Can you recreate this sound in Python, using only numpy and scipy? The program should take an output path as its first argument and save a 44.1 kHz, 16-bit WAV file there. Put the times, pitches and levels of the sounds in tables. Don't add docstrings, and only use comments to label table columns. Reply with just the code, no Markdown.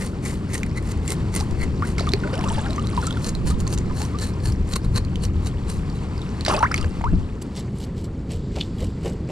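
import sys
import numpy as np
from scipy import signal
from scipy.fft import rfft, irfft, next_fast_len
from scipy.io import wavfile

SR = 44100
rng = np.random.default_rng(int(sys.argv[2]) if len(sys.argv) > 2 else 0)


def put_to_file(sound):
    columns = np.atleast_2d(sound).T
    safe = np.clip(columns, -1, 1)
    whole_steps = np.round(safe * 32767)
    wavfile.write(sys.argv[1], SR, whole_steps.astype(np.int16))


N = 410571
TIME = np.arange(N) / SR


# bite_s, level_db, ring_db, rise_s, fall_s
STROKES = [(0.018, -40.5, -43.5, 0.062, 0.054), (0.258, -38, -41.5, 0.018, 0.066),
           (0.303, -50, -44, 0.013, 0.022), (0.51, -48, -47, .016, .02), (0.549, -36.5, -37, 0.023, 0.04),
           (0.778, -41.5, -34.5, 0.013, 0.0092), (0.92, -43.5, -51, 0.062, 0.0054),
           (1.116, -36, -40, 0.038, 0.02), (1.358, -36, -41, 0.022, 0.059),
           (1.639, -40.5, -37, 0.036, 0.0062), (1.875, -44.5, -53, 0.04, 0.049),
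           (3.069, -44, -50, 0.063, 0.0037), (3.286, -36.5, -50, 0.05, 0.016),
           (3.482, -35.5, -52, 0.018, 0.03), (3.602, -44.5, -67, 0.014, 0.022),
           (3.74, -35.5, -58, 0.026, 0.0094), (3.999, -38.5, -50, 0.036, 0.053),
           (4.225, -37, -45, 0.021, 0.045), (4.462, -38.5, -47, 0.021, 0.041),
           (4.736, -39, -44, 0.035, 0.0052), (4.762, -28, -30.5, 0.0055, 0.0058),
           (4.849, -46.5, -44, 0.0068, .006), (4.973, -31.5, -30, 0.017, 0.0094),
           (5.243, -38.5, -43, 0.023, 0.018), (5.475, -40, -46.5, 0.027, .012),
           (5.7, -42, -55, 0.016, 0.06), (5.956, -55, -54, 0.014, 0.026), (7.422, -42, -48, 0.0056, 0.0035),
           (7.589, -44.5, -39.5, 0.033, 0.021), (7.833, -47.5, -47.5, 0.058, 0.025),
           (7.987, -53, -50.5, 0.02, 0.031), (8.042, -49, -50, 0.0089, 0.018),
           (8.319, -49, -44.5, 0.022, 0.054), (8.595, -49.5, -42, 0.051, 0.054),
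           (8.826, -47.5, -46, 0.043, 0.048), (9.074, -46, -44, 0.035, 0.042),
           (9.296, -53, -50.5, 0.009, .087)]
# frequency_hz, held_db, lowered_db
RASP_COLOUR = [(300, 4.5, 16.5), (960, 10.5, 13), (2380, 1.5, -42), (2870, 5, 14.5), (3420, 1, 1),
               (4500, 5, -2), (6850, -1, -4), (7660, 1.5, 9), (8100, -2.5, 5), (9000, 2, -4),
               (10400, -3.5, 0.5), (11900, -5, -2), (14200, -12, -2), (15700, -18, -19)]
# pitch_hz, width_hz
HELD_BODY = [(1100, 2800), (4150, 640)]
# pitch_hz, width_hz
LOWERED_BODY = [(650, 640), (3600, 3800)]
# flesh_db, knife_db, belly_db, belly_hz, belly_width_hz
GRIPS = [(-13, -23, 0.5, 2000, 520), (-19, -9, 2, 2050, 290), (-4, -6.5, 3, 2050, 280),
         (-11, 5.5, -1, 1730, 160), (-5, 0, -4, 1090, 250), (-31, 2, -4, 2850, 400),
         (-12, -0.5, -9, 2200, 1000), (-15, -2, -5, 2300, 1300), (-5, -2, -0.5, 2160, 1500)]
GRIP_STARTS = (-1, .7, 1.5, 2.5, 4.6, 5.1, 7.2, 8.2, 8.95)
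LOWERED_S = 7.2

def scrape(snaps_per_s=2100, catches_per_s=130, spread_db=1.7, slip_db=3.0, rasp_db=3.0, body_db=-1,
           catch_db=-3, crunch_db=-3, push_db=-5, belly_fade_s=0.029, detune_octaves=0.06, apart=0.3):
    out, t = np.zeros((2, N)), np.arange(-SR // 5, SR // 5) / SR
    for s, db, ring_db, rise, fall in STROKES:
        lowered = s > LOWERED_S
        flesh_db, knife_db, belly_db, *belly = GRIPS[np.searchsorted(GRIP_STARTS, s) - 1]
        force = swell(t, rise, fall)
        bite = force * amp(slip_db * wander(len(t), 255.5))
        catches = amp(catch_db) * crackle(len(t), catches_per_s, spread_db)
        snaps = crackle(len(t), snaps_per_s, spread_db)
        drive = bite * (snaps + catches + .2 * rng.standard_normal(len(t)))
        crunch = unit(bite * patter(1900, 6000, 14500, cycles=22, spread_db=3, size=len(t)))
        rasp = [(hz, low if lowered else held) for hz, held, low in RASP_COLOUR]
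        sound = amp(db + rasp_db) * colour(unit(drive) + amp(crunch_db) * crunch, rasp)
        digging = (drive + bite * rng.standard_normal(len(t))) * np.exp(-np.maximum(t, 0) / belly_fade_s)
        sound += amp(ring_db + belly_db) * unit(resonate(digging, *belly))
        for (hz, width), share_db in zip(LOWERED_BODY if lowered else HELD_BODY, (flesh_db, knife_db)):
            detuned_hz = hz * 2 ** (detune_octaves * rng.uniform(-1, 1))
            sound += amp(ring_db + body_db + share_db) * unit(resonate(drive, detuned_hz, width))
        sound += amp(db + push_db) * unit(resonate(drive, hz=390, width_hz=280))
        scatter = apart * amp(db) * colour(bite * crackle(len(t), snaps_per_s, spread_db), rasp)
        for channel, sign in zip(out, (1, -1)):
            add(channel, s + t[0], np.sqrt(np.mean(force ** 2)) * (sound + sign * scatter))
    return out


# start_s, level_db, pitch_hz
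SCALE_FLICKS = [(0.0623, -24.5, 8960), (0.074, -26.5, 4300), (0.2523, -22, 7200), (0.275, -25, 8900),
                (0.533, -24, 8500), (0.5427, -12.5, 8840), (0.5794, -19, 6400), (0.6635, -30, 8900),
                (0.826, -35, 9000), (0.889, -42, 9000), (0.9178, -27, 6650), (0.9747, -35, 7000),
                (1.0783, -14.5, 7300), (1.104, -14, 8400), (1.119, -13.5, 9930), (1.129, -23, 11000),
                (1.3508, -15, 9700), (1.3848, -24, 4230), (1.3617, -12, 9270), (1.4015, -18, 4840),
                (1.408, -17, 4030), (1.51, -27, 7000), (3.0686, -12.5, 7300), (3.2443, -17.5, 4200),
                (3.2911, -16, 6500), (3.6022, -20.5, 6960), (3.676, -18, 6500), (3.7386, -16, 6700),
                (3.7765, -21, 6300), (3.785, -19.5, 6840), (4.0514, -24, 5700), (4.1868, -19.5, 4120),
                (4.1983, -22, 4300), (4.2193, -24, 4600), (4.403, -31, 4300), (4.4595, -34, 4700),
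                (4.522, -22.5, 4900), (4.7358, -13.5, 4020), (4.7572, -17, 3780), (4.766, -21, 10200),
                (4.9763, -17, 3840), (4.981, -32, 9700), (5.2508, -20.5, 5840), (5.6988, -22, 8450),
                (7.4211, -26, 4650), (7.424, -25, 10000), (7.5617, -28, 9300), (7.594, -29, 10600),
                (7.785, -35, 9100), (7.8137, -35, 4130), (8.318, -23, 7770), (8.569, -32, 3300),
                (8.785, -33, 3260), (8.846, -33, 7660), (9.047, -34, 2520), (9.098, -33, 7740)]
# start_s, level_db, pitch_hz
WATER_DROPS = [(0.632, -17, 2160), (.6642, -32, 1980), (1.9828, -18, 2210), (1.9965, -16.5, 4060),
               (2.0066, -23, 4600), (2.0685, -25, 2290), (2.0905, -18.5, 3720), (2.1189, -20, 4040),
               (2.2741, -29, 2000), (2.341, -24, 2880), (2.3534, -29, 3400), (2.3785, -27, 2850),
               (2.3913, -27, 5200), (2.4105, -22.5, 2200), (2.441, -22, 2620), (2.476, -30, 7400),
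               (2.489, -24, 5740), (2.494, -25.5, 7870), (2.5366, -31, 4030), (2.545, -31, 4570),
               (2.661, -30, 4320), (2.7062, -23, 4160), (2.731, -26, 3920), (2.7612, -28, 6200),
               (2.7953, -28, 3050), (2.8707, -21.5, 3990), (2.8928, -30, 2170), (2.912, -30, 2500),
               (2.9667, -26, 3550), (3.108, -19, 3510), (3.126, -23.5, 3750), (3.172, -30, 3400),
               (3.3507, -21.5, 3930), (3.5135, -29, 3850), (3.6685, -26, 4240), (5.049, -26.5, 4550),
               (5.157, -21, 3200), (5.8995, -31.5, 4400), (6.1788, -30.5, 4930), (6.217, -29.5, 3700),
               (6.409, -20, 3950), (6.45, -13.5, 4250), (6.463, -20, 4900), (6.4822, -17, 3560),
               (6.4929, -24, 4100), (6.5388, -24, 4700), (6.565, -19, 4800), (6.5912, -22, 5630),
               (6.6287, -24, 2660), (6.641, -30, 5600), (6.7168, -20, 5100), (6.7424, -7.5, 2240),
               (6.7611, -20, 4600), (6.7783, -14, 2570), (6.8115, -21.5, 4670), (6.828, -25, 2920),
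               (6.8445, -33, 4500), (7.017, -30, 2300), (7.043, -28, 2230)]

def ticks(rows, gain_db, pan_db, ring_s, crack, crack_s, attack_s, glide_octaves):
    out, t = np.zeros(N), np.arange(SR // 25) / SR
    for s, db, hz in rows:
        crack_colour = [(500, -16), (hz * 1.06, -4), (hz, 0), (max(hz * 1.28, 8000), -8), (15500, -24)]
        burst = noise(crack_colour, len(t)) * np.exp(-t / crack_s)
        slide = glide_octaves * rng.uniform(-0.86, 1) * (1 - np.exp(-t / (2 * ring_s)))
        ring = np.sin(2 * np.pi * np.cumsum(hz * 2 ** slide) / SR) * np.exp(-t / ring_s)
        tick = (ring + crack * burst) * (1 - np.exp(-t / attack_s))
        add(out, s, amp(db + gain_db) * tick / abs(tick).max())
    return pan(out, pan_db)


# crest_s, level_db, pitch_hz, rise_s, fall_s
PRESSES = [(8.315, -39, 440, .012, .04), (8.572, -32, 413, 0.013, 0.023), (8.817, -31.5, 406, 0.013, 0.029),
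           (9.052, -27.5, 418, .005, 0.048), (9.3, -31.5, 402, 0.013, .03)]
# crest_s, level_db, pitch_hz, rise_s, fall_s
SQUEAKS = [(8.606, -33, 3650, .004, .003), (8.612, -20.5, 3300, 0.0018, 0.0031),
           (8.624, -38, 3350, .003, .009)]

def judder(rows, slips_per_s, width_hz, spread_db):
    out, t = np.zeros(N), np.arange(-SR // 10, SR // 5) / SR
    for s, db, hz, rise, fall in rows:
        force = swell(t, rise, fall)
        rub = unit(resonate(force * crackle(len(t), slips_per_s, spread_db), hz, width_hz))
        add(out, s + t[0], amp(db) * np.sqrt(np.mean(force ** 2)) * rub)
    return out


# crest_s, spray_db, churn_db, gurgle_db, slosh_db, rise_s, fall_s
SURGES = [(2.04, -49, -42, -44, -51, 0.055, 0.16), (2.37, -53, -40, -46, -49, 0.072, 0.056),
          (2.53, -40, -39.5, -60, -41, 0.086, 0.11), (3.06, -44.5, -48, -64, -43, 0.31, 0.1),
          (6.504, -34.5, -32, -34, -28.5, 0.029, 0.095), (6.775, -48, -48, -65, -43, 0.04, 0.13),
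          (7.135, -67, -61, -42, -43.5, 0.023, 0.022)]
# frequency_hz, level_db
SLOSH_COLOUR = [(150, -13), (400, 16.5), (750, -3), (1250, 10), (1700, -8), (2200, -20), (2700, 2),
                (3300, -9), (5000, -28), (10000, -46), (15000, -70)]

def surges():
    fine_drops = patter(430, 3000, 10500, cycles=9, spread_db=4.8)
    spray = 0.8 * fine_drops + 0.31 * noise([(800, -22), (4500, 2), (9000, 3), (15000, -28)])
    churn = patter(620, 648, 2900, cycles=14, spread_db=4.1)
    gurgle = patter(70, 430, 1050, cycles=20, spread_db=2)
    slosh = noise(SLOSH_COLOUR) * amp(2.9 * wander(N, 120))
    out = np.zeros(N)
    for s, *levels_db, rise, fall in SURGES:
        stirred = sum(amp(db) * layer for db, layer in zip(levels_db, (spray, churn, gurgle, slosh)))
        out += swell(TIME - s, rise, fall) * stirred
    return out


# start_s, level_db, pitch_hz, glide_octaves, life_s
AIR_POCKETS = [(.632, -31, 2170, -0.9, 0.011), (1.405, -29, 800, 1.1, 0.037),
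               (1.823, -17.5, 1127, 0.47, 0.014), (1.836, -29, 1430, 0.5, 0.025),
               (1.992, -23, 1340, -1.3, 0.015), (2.009, -16, 620, 0.11, 0.004),
               (2.072, -22, 1234, -0.28, 0.021), (2.136, -14.5, 382, 0.15, 0.02),
               (2.236, -24.5, 1450, 0.1, 0.016), (2.246, -23, 407, -0.04, 0.033),
               (2.248, -27.5, 580, 0.2, 0.041), (2.275, -27, 1430, 0.05, 0.0072),
               (2.309, -32, 1280, 0.2, 0.013), (2.331, -22.5, 510, 0.21, 0.024),
               (2.337, -28, 1450, 0.11, 0.013), (2.366, -32, 636, 0.3, 0.04),
               (2.385, -30, 720, 0.27, 0.029), (2.368, -36, 930, 0.16, .016), (2.243, -34, 972, -.04, .04),
               (2.44, -30, 670, -0.3, .018), (2.476, -27, 1055, -0.43, 0.023),
               (2.53, -38, 1140, -.12, .045), (2.645, -31.5, 806, -.05, 0.041),
               (2.662, -33, 1430, -.1, 0.028), (2.405, -30, 990, 0.82, 0.02),
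               (2.455, -32, 556, -0.096, 0.039), (2.463, -29, 1110, 0.51, 0.025),
               (2.437, -25.5, 906, 0.75, 0.037), (2.506, -23, 898, 0.31, .028),
               (2.484, -30, 1450, -0.19, 0.013), (2.575, -29.5, 567, -0.053, 0.035),
               (2.581, -21, 894, -0.1, 0.015), (2.591, -27, 1580, 0.1, 0.0066),
               (2.647, -33, 1296, 0.71, 0.023), (2.66, -27, 1590, 0.053, 0.0098),
               (2.69, -31, 611, 0.31, 0.047), (2.932, -30, 1125, -0.069, 0.018),
               (2.781, -20.5, 1179, 0.093, 0.023), (2.976, -15, 990, -0.16, 0.021),
               (3.027, -26.5, 1450, -0.51, 0.02), (3.072, -24, 1300, 0.12, 0.015),
               (3.107, -31, 1430, -.05, 0.013), (3.170, -26.5, 1410, -0.24, 0.011),
               (3.509, -28.5, 1214, 0.11, 0.02), (3.664, -33, 1060, -0.072, 0.03),
               (3.910, -29.5, 1007, -.03, 0.025), (4.003, -32, 833, 0.57, 0.061),
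               (4.145, -28, 1160, .09, 0.026), (6.462, -23, 1790, -0.3, 0.0066),
               (6.481, -13.5, 660, -0.76, 0.0073), (6.485, -23, 417, -0.55, 0.014),
               (6.494, -19, 640, 0.23, 0.014), (6.499, -14, 1030, 0.45, 0.012),
               (6.511, -19, 800, -0.049, 0.012), (6.511, -16, 1290, -0.054, 0.0066),
               (6.523, -15.5, 1240, -0.28, 0.012), (6.538, -13, 930, -0.22, 0.007),
               (6.544, -20, 589, 0.81, 0.045), (6.547, -21.5, 2570, -0.012, 0.0094),
               (6.577, -20.5, 1080, 0.64, 0.023), (6.606, -18.5, 878, -0.05, 0.03),
               (6.628, -12, 1307, 0.72, 0.017), (6.631, -9.5, 960, 1.06, 0.034),
               (6.714, -18, 1310, 0.89, 0.013), (6.743, -19.5, 1280, 0.011, 0.006),
               (6.746, -32, 2135, .04, 0.019), (6.815, -31, 1270, -0.22, .014),
               (6.837, -29, 470, 0.4, 0.021), (6.844, -22.5, 1540, 0.19, 0.0037),
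               (7.011, -20, 796, -0.0018, 0.0028), (7.040, -16.5, 925, 0.71, 0.041)]

def air_pockets(wobble_db=1.6, splat_db=-12, splat_s=0.0035):
    out = np.zeros(N)
    for s, db, hz, octaves, life in AIR_POCKETS:
        ring = bubble(hz, octaves, max(life, .003))
        splat = unit(resonate(rng.standard_normal(len(ring)), 0.97 * hz, 1.23 * hz))
        splat *= np.exp(-TIME[:len(ring)] / splat_s)
        add(out, s, amp(db + wobble_db * wander(len(ring), 280)) * ring + amp(db + splat_db) * splat)
    return out


# start_s, level_db, pitch_hz, decay_s
THUMPS = [(3.496, -13, 60, .012), (4.922, -19, 77.5, 0.04), (7.121, -15.5, 174.5, 0.021),
          (7.133, -17, 295, 0.0068), (7.134, -16.5, 51.3, 0.023)]

def thumps():
    out, t = np.zeros(N), np.arange(SR // 5) / SR
    for s, db, hz, decay in THUMPS:
        age = t / max(decay, .004)
        add(out, s, amp(db) * np.sin(2 * np.pi * hz * t) * 2 * age * np.exp(1 - 2 * age))
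    return out


def slap(start_s=2.136, level_db=-3.8, crack=0.21):
    out, t = np.zeros(N), np.arange(SR // 5) / SR
    tones = np.sin(2 * np.pi * 4200 * t) + .7 * np.sin(2 * np.pi * 2300 * t)
    smack = tones * np.exp(-t / .0007) * (1 - np.exp(-t / .00018))
    smack += crack * noise([(1000, 0), (8000, 0), (15000, -8)], len(t)) * np.exp(-t / .0006)
    add(out, start_s, amp(level_db) * smack / abs(smack).max())
    return out


# start_s, level_db, decay_s
SPLASHES = [(1.981, -31.5, 0.028), (2.33, -38, 0.022), (2.4383, -35, 0.004), (2.581, -39, 0.0048),
            (6.452, -37, 0.035), (6.463, -23, 0.0062), (6.4817, -20.5, 0.011), (6.499, -28, .005),
            (6.511, -37, 0.0031), (6.533, -31, .004), (6.539, -30, 0.004), (6.628, -37, 0.002),
            (6.743, -34, 0.005), (6.778, -27, 0.0064), (6.8115, -32, 0.0027)]
# frequency_hz, level_db
SPLATTER_COLOUR = [(150, -15), (400, -18), (1200, -3), (1900, 2), (2700, -3), (3400, -5.5), (4800, 2.5),
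                   (7000, -12), (10000, -17), (15000, -51)]

def splashes():
    out, t = np.zeros(N), np.arange(SR // 5) / SR
    for s, db, decay in SPLASHES:
        splatter = colour(crackle(len(t), per_s=3200, spread_db=3.7), SPLATTER_COLOUR)
        add(out, s, amp(db) * splatter * np.exp(-t / max(decay, .002)))
    return out


def drips(from_s=2.2, until_s=3.9, count=16, thinning=1.6, level_db=-40, spread_db=4.0,
          pitch_hz=1128, spread_octaves=0.37, cycles=24):
    out = np.zeros(N)
    for k, (when, size, pitch) in enumerate(rng.random((count, 3))):
        s = from_s + (until_s - from_s) * ((k + when) / count) ** thinning
        hz = pitch_hz * 2 ** (spread_octaves * (2 * pitch - 1))
        plop = bubble(hz, octaves=0.09, life_s=cycles / hz)
        add(out, s, amp(level_db + spread_db * (2 * size - 1)) * plop)
    return out


# time_s, level_db
HISS_LEVEL = [(7.1, -87), (7.5, -65), (8.2, -70), (8.45, -56), (8.95, -57.5), (9.31, -67)]
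# pitch_hz, width_hz, level_db
HISS_RINGS = [(3370, 3000, -4), (4640, 780, -10), (7400, 670, -11)]

def wet_hiss():
    bands = (amp(db) * unit(resonate(rng.standard_normal(N), hz, width)) for hz, width, db in HISS_RINGS)
    return level(HISS_LEVEL) * sum(bands)


def rock_echoes(x, echo_db=-14, decay_s=0.017):
    t = np.arange(SR // 10) / SR
    taps = rng.standard_normal((2, len(t))) * (rng.random((2, len(t))) < .06)
    taps *= np.exp(-t / decay_s) * (t > .002)
    taps /= np.linalg.norm(taps, axis=1, keepdims=True)
    return amp(echo_db) * signal.oaconvolve(x[None], taps, axes=1)[:, :N]


# time_s, level_db
WASH_LEVEL = [(0, -42), (1.9, -39.5), (2.6, -39.5), (3.5, -41), (4.2, -39.5), (4.7, -44), (6.4, -39.5),
              (7.2, -43.5), (8.2, -51.5), (9.31, -47.5)]
# frequency_hz, level_db
WASH_COLOUR = [(300, -18), (700, 4.5), (1050, 6.5), (1600, -3.5), (2200, -3), (3200, -8), (3900, -10),
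               (4500, -7.5), (5300, -14), (6400, -16), (7100, -13.5), (7800, -14), (8700, -18),
               (11000, -26), (15000, -34)]

def shore(trickle_db=-11, apart=0.13):
    wash = noise(WASH_COLOUR) * amp(1.6 * wander(N, 25))
    trickle = patter(400, 900, 6500, cycles=8, spread_db=3.5)
    side = apart * noise(WASH_COLOUR)
    return level(WASH_LEVEL) * np.array([0.58 * wash + amp(trickle_db) * trickle, side])


# time_s, deep_db, flutter_db
RUMBLE_LEVEL = [(0, -29, -29), (1.9, -25, -27.5), (2.9, -26.5, -28), (4.2, -26, -29), (4.75, -28, -29.5),
                (5.2, -21, -30), (6.1, -28, -30), (7.05, -28.5, -30.5), (7.55, -34.5, -31.5),
                (8.3, -28.5, -31), (9.31, -31.5, -31)]
# frequency_hz, level_db
DEEP_COLOUR = [(10, -15), (25, -5.5), (45, 0), (62, -1), (80, 3), (100, -1), (135, -9), (200, -14.5),
               (400, -88)]
# frequency_hz, level_db
DEEP_SIDE_COLOUR = [(10, 14), (25, 5), (60, -36), (120, -28), (400, -31)]
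# frequency_hz, level_db
FLUTTER_COLOUR = [(50, -11), (120, 0), (190, 0), (260, -6), (400, -10.5), (520, -18), (700, -28.5),
                  (1000, -35), (2000, -42.5), (6000, -84)]
# crest_s, level_db, half_length_s
BUFFETS = [(3.49, -29, 0.028), (4.487, -18.5, 0.064), (4.61, -15, 0.035), (4.897, -16.5, 0.1),
           (5.28, -17.5, 0.029), (6.857, -15, 0.012), (7.145, -22.5, 0.1), (8.378, -23, 0.022),
           (8.865, -21, 0.053)]

def rumble(deep_db=-1.5, deep_apart=0.029, flutter_apart=0.009):
    deep = np.array([noise(DEEP_COLOUR), deep_apart * noise(DEEP_SIDE_COLOUR)])
    flutter = np.array([noise(FLUTTER_COLOUR), flutter_apart * noise(FLUTTER_COLOUR)])
    buffet_power = sum((amp(db) * swell(TIME - s, half, half)) ** 2 for s, db, half in BUFFETS)
    deep_gain = amp(deep_db) * np.sqrt(level(RUMBLE_LEVEL) ** 2 + buffet_power)
    return deep_gain * deep + level(RUMBLE_LEVEL, column=2) * flutter


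# crest_s, level_db, half_length_s, left_minus_right_db
PUFFS = [(1.603, -24, 0.13, 20), (2.55, -24, 0.1, 11), (3.487, -21, 0.18, -16), (3.87, -23, 0.078, -9),
         (5.753, -27, .06, 16), (6.864, -27, .08, 18), (7.13, -19, 0.089, 22)]
# frequency_hz, level_db
PUFF_COLOUR = [(10, 3), (27, 3), (60, -5.5), (130, -8), (220, -12), (500, -51), (2000, -100)]

def wind_puffs():
    out, flapping = np.zeros((2, N)), noise(PUFF_COLOUR)
    for s, db, half, pan_db in PUFFS:
        port_gains = amp(db + np.minimum([[pan_db], [-pan_db]], 0))
        out += port_gains * swell(TIME - s, half, half) * flapping
    return out


# frequency_hz, left_lead_rad, left_minus_right_db
PORTS = [(30, -0.095, 2), (251, -0.4, 1.2), (870, -0.99, 2.5), (1970, -1.2, 1), (3540, -1.46, 0),
         (4600, -0.45, -1.5), (5400, -0.41, 6.5), (6300, -1.5, -2), (7400, -0.82, 6), (7500, 0.85, -1.5),
         (9300, 0.53, 1.5), (15000, 1, 3.5)]
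# start_s, end_s
NARROWING = (7.27, 7.92)

def ports(x):
    size = next_fast_len(N + 2048)
    hz = np.fft.rfftfreq(size, 1 / SR)
    half_difference = np.exp(.5j * read(PORTS, hz, column=1)) * amp(read(PORTS, hz, column=2) / 2)
    pair = irfft(rfft(x, size) * np.array([half_difference, 1 / half_difference]), size)[:, :N]
    centred = np.interp(TIME, NARROWING, [0, 1])
    return (1 - centred) * pair + centred * x


def bubble(hz, octaves, life_s):
    age = np.arange(int(1.6 * life_s * SR) + 8) / (life_s * SR)
    glide = 1.6 * age ** 3 / (0.7 + age ** 3)
    turns = np.cumsum(np.minimum(hz * 2 ** (octaves * glide), SR / 2)) / SR
    ring_down = np.exp(-1.3 * age - 0.55 * age ** 4)
    return np.sin(2 * np.pi * turns) * (1 - np.exp(-turns / 0.33)) * ring_down


def patter(per_s, low_hz, high_hz, cycles, spread_db, pitches=24, size=N):
    out = np.zeros(size)
    rings = [bubble(hz, 0.22, cycles / hz) for hz in np.geomspace(low_hz, high_hz, pitches)]
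    for when, which, strength in rng.random((int(per_s * size / SR), 3)):
        gain = amp(spread_db * min(-np.log(1 - strength), 3.5))
        add(out, when * size / SR, gain * rings[int(which * pitches)])
    return unit(out)


def crackle(size, per_s, spread_db):
    strength = amp(spread_db * np.minimum(rng.exponential(1, size), 3.5))
    return unit((rng.random(size) < per_s / SR) * strength * rng.choice([-1, 1], size))


def swell(t, rise_s, fall_s, shape=1.44):
    span = np.where(t < 0, max(rise_s, .002), max(fall_s, .002))
    return np.exp(-abs(t / span) ** shape)


def wander(size, per_s):
    knots = rng.standard_normal(4096)
    return np.interp(np.arange(size) * per_s / SR % 4095, np.arange(4096), knots)


def resonate(x, hz, width_hz):
    radius = np.exp(-np.pi * width_hz / SR)
    poles = [1, -2 * radius * np.cos(2 * np.pi * hz / SR), radius * radius]
    return signal.lfilter([1, 0, -1], poles, signal.lfilter([1, 0, -1], poles, x))


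def colour(x, points):
    size = next_fast_len(len(x))
    gains = amp(read(points, np.fft.rfftfreq(size, 1 / SR)))
    return unit(irfft(rfft(x, size) * gains, size)[:len(x)])


def noise(points, size=N):
    return colour(rng.standard_normal(size), points)


def read(points, hz, column=1):
    table = np.array(points, float)
    return np.interp(np.log(hz + 1), np.log(table[:, 0] + 1), table[:, column])


def level(rows, column=1):
    table = np.array(rows, float)
    return amp(np.interp(TIME, table[:, 0], table[:, column]))


def add(mix, s, sound):
    start = int(round(s * SR))
    sound = sound[max(-start, 0):]
    part = mix[max(start, 0):][:len(sound)]
    part += sound[:len(part)]


def pan(x, left_minus_right_db):
    return x * amp([[left_minus_right_db / 2], [-left_minus_right_db / 2]])


def amp(db):
    return 10 ** (np.asarray(db) / 20)


def unit(x):
    return x / np.sqrt(np.mean(x ** 2) + 1e-20)


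def scene(water_pan_db=-1.5, late_width=0.27):
    background_mid, background_side = shore() + rumble()
    presses = judder(PRESSES, slips_per_s=700, width_hz=263, spread_db=1.5)
    squeaks = judder(SQUEAKS, slips_per_s=3000, width_hz=1130, spread_db=-3.5)
    knife = scrape() + presses + squeaks
    flicks = ticks(SCALE_FLICKS, gain_db=-3, pan_db=-4, ring_s=0.0025,
                   crack=0.95, crack_s=0.0023, attack_s=0.000094, glide_octaves=0.12)
    water = surges() + air_pockets() + slap() + splashes() + drips()
    drops = ticks(WATER_DROPS, gain_db=-1, pan_db=-3, ring_s=0.0018,
                  crack=0.41, crack_s=0.0016, attack_s=0.00026, glide_octaves=0.3)
    near = knife + flicks + pan(water + thumps(), water_pan_db) + drops
    direct = ports(near + background_mid + wet_hiss())
    around = rock_echoes(near.mean(0)) + np.array([background_side, -background_side])
    left, right = direct + around + wind_puffs()
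    mid = (left + right) / 2
    side = (left - right) / 2 * np.interp(TIME, NARROWING, [1, late_width])
    return np.array([mid + side, mid - side])


# frequency_hz, gain_db
MICROPHONE = [(9500, 1), (12000, -3.5), (15500, -10)]
BAND_LIMIT_HZ = 15700

def record(dry):
    heard = irfft(rfft(dry) * amp(read(MICROPHONE, np.fft.rfftfreq(N, 1 / SR))), N)
    lowpass = signal.firwin(401, BAND_LIMIT_HZ, window=("kaiser", 9), fs=SR)
    return signal.oaconvolve(heard, lowpass[None], "same")


dry = scene()
out = record(dry)
put_to_file(out)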